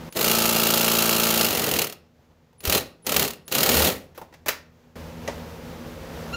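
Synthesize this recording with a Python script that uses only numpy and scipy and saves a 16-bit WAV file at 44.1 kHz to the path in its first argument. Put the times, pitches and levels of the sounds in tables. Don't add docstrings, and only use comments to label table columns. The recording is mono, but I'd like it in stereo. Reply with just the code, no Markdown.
import sys
import numpy as np
from scipy import signal
from scipy.fft import rfft, irfft
from scipy.io import wavfile
from scipy.ndimage import uniform_filter1d

SR = 44100
rng = np.random.default_rng(int(sys.argv[2]) if len(sys.argv) > 2 else 0)


def dump_mix(stems):
    frames = np.atleast_2d(stems).T
    limited = np.clip(frames, -1, 1)
    pcm = np.round(limited * 32767).astype(np.int16)
    wavfile.write(sys.argv[1], SR, pcm)


N = 280476

# pitch_hz, level_db, level_in_quiet_stretch_db
MACHINE_HUM = [(81.9, -47.5, -62.5), (164, -45, -64), (240, -47.5, -65.5), (325.5, -51, -77),
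               (472, -57.5, -78.5), (529, -52, -79.5), (837, -62, -81.5), (928, -58.5, -87)]
# frequency_hz, density_db
GARAGE_AIR = [(15, -41), (25, -8.5), (71, -0.5), (131, -8), (158, -1), (191, -13.5), (237, 1), (293, -14.5),
              (326, -15), (475, -3.5), (655, -11.5), (1120, -13.5), (6040, -26.5), (8780, -34.5),
              (15000, -31.5)]
QUIET_AIR = [(15, -35.5), (25, -6.5), (150, -1.5), (191, -13.5), (237, -2.5), (286, -14), (501, -8),
             (604, -12), (6900, -30), (8780, -40), (15000, -34.5)]
# frequency_hz, t60_s
GARAGE_T60 = [(150, .6), (1000, 0.39), (4000, 0.32), (14000, 0.13)]
# frequency_hz, side_to_mid_db
STEREO_WIDTH = [(30, -3), (65, -7), (140, -15), (280, -11), (550, -4), (1100, 0), (4000, 1), (14000, -1)]
# time_s, pitch_hz, level_db
SQUEAK_PATH = [(6.328, 1370, -38), (6.336, 1334, -33), (6.347, 1417, -27), (6.36, 1340, -40)]
# multiple (of the pitch), level_db
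SQUEAK_PARTIALS = [(1, -2.5), (2, -3), (3, -10), (4, -21), (5, -19)]
# frequency_hz, level_db, t60_s (before t60_scale)
BRACKET_MODES = [(1130, -4.5, 0.25), (1389, -1.5, 0.31), (1561, -2, 0.21), (1840, 0, 0.33),
                 (2751, -7, 0.33), (2912, -8, 0.27), (4780, -3, 0.2)]
# start_s, body_db, clash_to_body_db, chatter_s, resonance_hz, tick_to_clash_db
CAR_KNOCKS = [(2.30, -64, -18, 0.026, 700, -8), (2.529, -62.5, -3.5, 0.0046, 900, -8),
              (4.148, -60.5, 6.5, 0.027, 905, -4), (4.177, -36.5, -9, 0.0051, 836, 6),
              (4.215, -36.5, -18, 0.0053, 896, 5), (4.326, -53, -3, .006, 1900, -12),
              (4.339, -51.5, 2, 0.0086, 2030, -9), (4.460, -34.5, -0.5, 0.017, 600, 0),
              (4.4834, -28, 10, 0.0089, 1316, 0), (5.2771, -31, 1, 0.0046, 1950, -22),
              (5.285, -28, -25, 0.0018, 567, -20)]
# frequency_hz, density_db
PANEL_COLOUR = [(60, -6.5), (250, -2), (550, 1.5), (950, 2.5), (1600, -13), (4000, -19.5), (15000, -35)]
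CLASH_COLOUR = [(200, -24.5), (900, -7.5), (1900, 2), (3200, -5), (6500, -6), (9000, -18), (14500, -25)]
TICK_COLOUR = [(2000, -45), (8000, -16), (10500, -5), (14500, 1)]
# frequency_hz, level_db, t60_s
SOCKET_MODES = [(4021, -26.5, 0.29), (6067, -46.5, .3), (6761, -42, .3)]
# trigger_s, bite_s, release_s, growl_at_release_db, rasp_at_release_db,
# load_build_up_db (from bite to release), first_pawl_tick_db
TRIGGER_PULLS = [(0.101, 0.161, 1.825, -28, -22, 0, -29.5), (2.581, 2.641, 2.755, -23, -15.5, 13.5, -35),
                 (3.023, 3.071, 3.232, -23.5, -17.5, 6.5, -60.5), (3.4558, 3.523, 3.88, -20.5, -12, 7, -28)]
# time_s, steady_hum_share (0-1)
FREE_SPIN = [(.17, 0), (.33, .85), (.6, .96), (1.42, .95), (1.52, 0)]
# multiple (of the stroke rate), level_db
GEAR_HARMONICS = [(1, -18.5), (2, -11.5), (3, -5), (4, 1), (5, -25), (6, -3.5), (7, -5.5), (8, -7),
                  (9, -13), (10, -7), (11, -9), (12, -9), (13, -19.5), (14, -23), (15, -8.5), (16, -11),
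                  (17, -20), (18, -19), (19, -18.5), (20, -17.5), (21, -11.5), (22, -16.5), (23, -7.5),
                  (24, -10.5), (25, -16), (26, -22.5), (27, -19), (28, -16.5)]
# frequency_hz, density_db
GROWL_COLOUR = [(30, -33), (68, -4), (95, -9.5), (145, 0), (180, 0), (230, 2), (330, -.5), (440, 2.5),
                (650, -1), (900, -6), (1300, -13.5), (2000, -9.5), (5000, -19)]
RUMBLE_COLOUR = [(28, -45.5), (52, -24), (68, 0), (85, -2), (130, -26.5), (600, -69)]
STEEL_COLOUR = [(100, -20.5), (400, -1.5), (900, -2), (1300, -0.5), (1900, -5), (2700, 2), (3400, 0),
                (4300, 1.5), (5500, -2.5), (7000, -2), (8700, -8.5), (10500, -3.5), (14500, 0), (16000, -4)]
# first_stroke_s, end_s, stroke_gap_s, gap_growth_s (with each stroke)
LOADED_STRETCHES = [(.169, .235, .0222, -.0018), (1.4855, 1.93, .0208, .0004), (2.652, 2.79, .0215, .0014),
                    (3.068, 3.34, .0243, .00046), (3.523, 3.86, .0282, -.0002)]
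LOADED_LEVELS = [-14.5, -14.8, -9.5, -13.5, -10]
# start_s, level_db
HARD_CATCHES = [(0.2105, -9.5), (1.7882, -9.5), (1.8185, -11.5), (2.6973, -10), (2.7246, -8.5),
                (3.0664, -14.5), (3.12, -12), (3.1642, -7.5), (3.1955, -10.5), (3.2782, -17.5),
                (3.551, -10), (3.583, -11), (3.6312, -6.5), (3.691, -7.5)]

QUIET_FROM_S, QUIET_TO_S = 0.093, 4.956
THUMP_S, RING_S = 2.675, 2.725
STROKE_HZ, FREE_FROM_S, FREE_TO_S = 56.55, .2432, 1.475
SLACK_S, SLACK_DB, BITE_S = .024, -21.5, .016
GROWL_COAST_DB_PER_S, RASP_COAST_DB_PER_S, CLACK_COAST_DB_PER_S = 225.5, 290, 140.5
CLACK_LOAD_SHARE, CLACK_SCATTER_DB, CHATTER_S = .5, 0.9, .0045
TOP_HZ = 15500


def undb(db):
    return 10 ** (np.asarray(db) / 20)


def unit(x):
    return x / np.sqrt(np.mean(x ** 2))


def clock(size=N):
    return np.arange(size) / SR


def fade(t, t60):
    return np.exp(-np.log(1000) * t / t60)


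def on_log(hz, points):
    f, value = np.transpose(points)
    return np.interp(np.log(np.maximum(hz, 1)), np.log(f), value)


def walk(rate):
    size = int(SR / rate)
    held = np.repeat(rng.standard_normal(N // size + 1), size)
    return unit(uniform_filter1d(uniform_filter1d(held, size), size)[:N])


def noise(colour, size=N, ripple_db=0., ripple_hz=120):
    hz = np.fft.rfftfreq(size, 1 / SR)
    mid, side = np.exp(2j * np.pi * rng.random((2, len(hz))))
    width = undb(on_log(hz, STEREO_WIDTH))
    pair = np.array([mid + width * side, mid - width * side]) / np.hypot(1, width)
    ripple = np.interp(hz / ripple_hz, np.arange(2 ** 10), rng.standard_normal(2 ** 10))
    ripple = ripple * np.minimum(hz / 1000, 1)
    spectrum = pair * undb(on_log(hz, colour) + ripple_db * ripple)
    return unit(irfft(spectrum, size))


def partials(hz, orders, blur=1., start_s=0.):
    turn = np.cumsum(hz) / SR
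    turn = turn - np.interp(start_s, clock(), turn)
    turn = (turn % 1).astype(np.float32)
    total = 0
    for multiple, db in orders:
        phase = float(min(blur * multiple, 1) * rng.random())
        total = total + float(undb(db)) * np.sin(2 * np.pi * (round(multiple) * turn + phase))
    return unit(total)


def blows(rows, snap, t60, bay_db, bay_t60):
    power, age = np.zeros(N + SR), clock(SR // 3)
    first_contact = 1 + snap * fade(age, 0.0025)
    reflections = undb(bay_db) * fade(age, bay_t60)
    for s, db, chatter_s in rows:
        contact = first_contact * fade(np.maximum(age - chatter_s, 0), t60)
        start = int(s * SR)
        power[start:start + len(age)] += undb(db) ** 2 * (contact ** 2 + reflections ** 2)
    return np.sqrt(power[:N])


def background(shop_db=-39.5, lull_db=-59.0, swell_db_per_s=3.0, lull_rise_db_per_s=1.7, drop_db=-9, drop_t60=.25):
    t = clock()
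    quiet = (t > QUIET_FROM_S) & (t < QUIET_TO_S)
    creep_db = lull_rise_db_per_s * (t - t.mean())
    hum = 0
    for hz, db, quiet_db in MACHINE_HUM:
        level_db = np.where(quiet, quiet_db + creep_db, db) + 1.9 * walk(7.8)
        pitch = hz * (1 + .006 * walk(11))
        hum = hum + undb(level_db) * np.sin(2 * np.pi * np.cumsum(pitch) / SR)
    late_swell_db = swell_db_per_s * np.maximum(t - 5.6, 0)
    air = noise(GARAGE_AIR) * undb(shop_db + 0.89 * walk(14) + late_swell_db)
    lull = noise(QUIET_AIR) * undb(lull_db + creep_db + walk(12))
    dying = undb(drop_db) * fade(np.maximum(t - QUIET_FROM_S, 0), drop_t60)
    return hum + np.where(quiet, lull + dying * air, air)


def garage(x, wet_db=-16, build_s=0.0065, size=32768):
    t, hz = clock(size), np.fft.rfftfreq(size, 1 / SR)
    white = rfft(noise([(20, 0), (20000, 0)], size))
    octave = np.round(np.log2(np.maximum(hz, 2 ** 6)))
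    tail = 0
    for k in np.unique(octave):
        band = irfft(white * (octave == k))
        tail = tail + band * fade(t, on_log(2 ** k, GARAGE_T60))
    tail = unit(tail * (1 - np.exp(-t / build_s))) / np.sqrt(size)
    return undb(wet_db) * signal.fftconvolve(x, tail, axes=1)[:, :N]


def squeak():
    s, hz, db = np.transpose(SQUEAK_PATH)
    pitch = np.interp(clock(), s, hz) * (1 + .022 * walk(500))
    level_db = np.interp(clock(), s, db, left=-np.inf) + 2 * walk(400)
    return partials(pitch, SQUEAK_PARTIALS) * undb(level_db)


def bracket(db=-33, t60_scale=0.97):
    age = clock(SR // 2)
    top_db = max(mode[1] for mode in BRACKET_MODES)
    ring = 0
    for hz, mode_db, t60 in BRACKET_MODES:
        tone = np.sin(2 * np.pi * (hz * age + rng.random((2, 1))))
        ring = ring + undb(mode_db - top_db) * tone * fade(age, t60 * t60_scale)
    hardest_db = max(body + clash for _, body, clash, *_ in CAR_KNOCKS)
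    out = np.zeros((2, N + SR))
    for s, body, clash, *_ in CAR_KNOCKS:
        start = int(s * SR)
        out[:, start:start + len(age)] += undb(db + body + clash - hardest_db) * ring
    return out[:, :N]


def knocks(ring_db=1.0, ring_t60=0.073):
    s, db, clash, chatter, hz, tick = np.transpose(CAR_KNOCKS)
    dull = blows(zip(s, db, chatter), snap=0.18, t60=0.064, bay_db=-6.5, bay_t60=0.25)
    bright = blows(zip(s, db + clash, chatter), snap=0.77, t60=0.031, bay_db=-5.0, bay_t60=0.22)
    sharp = blows(zip(s, db + clash + tick, chatter), snap=0.8, t60=0.03, bay_db=-6, bay_t60=0.18)
    ring, age = np.zeros(N + SR), clock(SR // 4)
    for start, blow_db, ring_hz in zip((s * SR).astype(int), db, hz):
        tone = np.sin(2 * np.pi * ring_hz * age) * fade(age, ring_t60)
        ring[start:start + len(age)] += undb(blow_db + ring_db) * tone
    body = dull * noise(PANEL_COLOUR, ripple_db=1.5)
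    steel = bright * noise(CLASH_COLOUR, ripple_db=1.2)
    return body + steel + sharp * noise(TICK_COLOUR) + ring[:N]


def jolt(thump_hz=75, thump_db=-16, thump_t60=0.067, ring_spread_hz=130):
    age = np.maximum(clock() - THUMP_S, 0)
    thump = -undb(thump_db) * np.sin(2 * np.pi * thump_hz * age) * fade(age, thump_t60)
    age = np.maximum(clock() - RING_S, 0)
    rattle = np.cumsum(ring_spread_hz * walk(300) * (age > 0)) / SR
    ring = 0
    for hz, db, t60 in SOCKET_MODES:
        ring = ring + undb(db) * np.sin(2 * np.pi * (hz * age + rattle)) * fade(age, t60)
    return thump + ring


def motor_whistle(switch_hz=9950, spread_hz_per_s=9000, db=-55, length_s=0.051):
    out = np.zeros(N)
    for s, *_ in TRIGGER_PULLS:
        age = np.clip(clock() - s, 0, length_s)
        swell = np.sqrt(np.abs(np.sin(np.pi * age / length_s)))
        modulation = np.cos(np.pi * spread_hz_per_s * age ** 2)
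        out += swell * np.sin(2 * np.pi * switch_hz * age) * modulation
    return 2 * undb(db) * out


def drive(t, pull, coast_db_per_s, load_share=1):
    trigger, bite, release, _, _, build_db, _ = pull
    attack_db = np.interp(t, [bite - BITE_S, bite], [SLACK_DB, 0])
    load_db = load_share * np.interp(t, [bite, release], [-build_db, 0])
    coast_db = coast_db_per_s * np.maximum(t - release, 0)
    return (t > trigger + SLACK_S) * undb(attack_db + load_db - coast_db)


def effort():
    t = clock()
    growl = sum(undb(pull[3]) * drive(t, pull, GROWL_COAST_DB_PER_S) for pull in TRIGGER_PULLS)
    rasp = sum(undb(pull[4]) * drive(t, pull, RASP_COAST_DB_PER_S) for pull in TRIGGER_PULLS)
    free = np.interp(t, *np.transpose(FREE_SPIN))
    return growl, rasp, free


def gear_hum(growl, free, db=0.9, side_db=-10, swing=0.3, swing_lead_s=.003):
    speed = STROKE_HZ * (1 + .0009 * walk(9))
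    mid = partials(speed, GEAR_HARMONICS, blur=.075, start_s=FREE_FROM_S + .012)
    side_orders = [(k, order_db + on_log(k * STROKE_HZ, STEREO_WIDTH)) for k, order_db in GEAR_HARMONICS]
    side = partials(speed, side_orders)
    load = 1 + swing * np.cos(np.pi * STROKE_HZ * (clock() - FREE_FROM_S + swing_lead_s))
    stereo = mid + undb(side_db) * side * np.array([[1], [-1]])
    return undb(db) * growl * load * np.sqrt(free) * stereo


def gear_grind(growl, rasp, free, growl_db=0.5, rasp_db=-6, rumble_db=-30, grain_db=2.5):
    rough = undb(growl_db) * growl * noise(GROWL_COLOUR, ripple_db=2.5, ripple_hz=60.3)
    rough = rough * unit(undb(1.5 * walk(120)))
    teeth = undb(rasp_db) * rasp * noise(STEEL_COLOUR, ripple_db=2.6) * unit(undb(grain_db * walk(400)))
    rumble = undb(rumble_db) * (growl / growl.max()) ** 3 * noise(RUMBLE_COLOUR)
    return np.sqrt(1 - free) * (rough + rumble) + teeth


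def loaded_clacks(tick_chatter_s=.002):
    # start_s, level_db, chatter_s
    rows = [(pull[0] + SLACK_S, pull[6], tick_chatter_s) for pull in TRIGGER_PULLS]
    rows += [(s, db, CHATTER_S) for s, db in HARD_CATCHES]
    for (s, end, gap, growth), db in zip(LOADED_STRETCHES, LOADED_LEVELS):
        while s < end:
            force = sum(drive(s, pull, CLACK_COAST_DB_PER_S, CLACK_LOAD_SHARE) for pull in TRIGGER_PULLS)
            scatter_db = CLACK_SCATTER_DB * rng.standard_normal()
            stroke_db = db + 20 * np.log10(force + 1e-9) + scatter_db
            if all(abs(s - caught) > gap / 2 for caught, _ in HARD_CATCHES):
                chatter_s = np.interp(force, [0, 1], [tick_chatter_s, CHATTER_S])
                rows.append((s, stroke_db, chatter_s))
            s, gap = s + gap + growth / 2, gap + growth
    return rows


def pawl(drive_db=-14.5, scatter_db=0.6, uneven_db=-2.0, grain_db=1.5):
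    times = np.arange(FREE_FROM_S, FREE_TO_S, 1 / STROKE_HZ)
    driving = np.arange(len(times)) % 2 == 0
    db = drive_db + np.where(driving, 0, -5.5) + scatter_db * rng.standard_normal(len(times))
    chatter_s = np.where(driving, .006, .009)
    even = blows(zip(times, db, chatter_s), snap=.5, t60=.04, bay_db=-15, bay_t60=.15)
    uneven = undb(uneven_db - 3) * blows(loaded_clacks(), snap=.8, t60=.034, bay_db=-15, bay_t60=.16)
    splash = noise(STEEL_COLOUR, ripple_db=2.4)
    turn = splash[:, np.arange(N) % round(2 * SR / STROKE_HZ)]
    repeat = .25
    varying = np.sqrt((1 - repeat) * even ** 2 + uneven ** 2) * splash
    sound = varying + np.sqrt(repeat) * even * turn
    return sound * unit(undb(grain_db * walk(1500)))


def scene(left_db=0.56):
    growl, rasp, free = effort()
    rattle = squeak() + bracket() + knocks() + jolt() + motor_whistle()
    rattle = rattle + gear_grind(growl, rasp, free) + pawl()
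    total = background() + garage(rattle) + gear_hum(growl, free) + rattle
    return total * undb([[left_db], [-left_db]])


def record(dry, low_cut_hz=34):
    thin = signal.sosfilt(signal.butter(2, low_cut_hz, "high", fs=SR, output="sos"), dry)
    rounded = np.tanh(0.74 * thin) / 0.66
    return signal.sosfilt(signal.ellip(8, .2, 70, TOP_HZ, fs=SR, output="sos"), rounded)


dry = scene()
out = record(dry)
dump_mix(out)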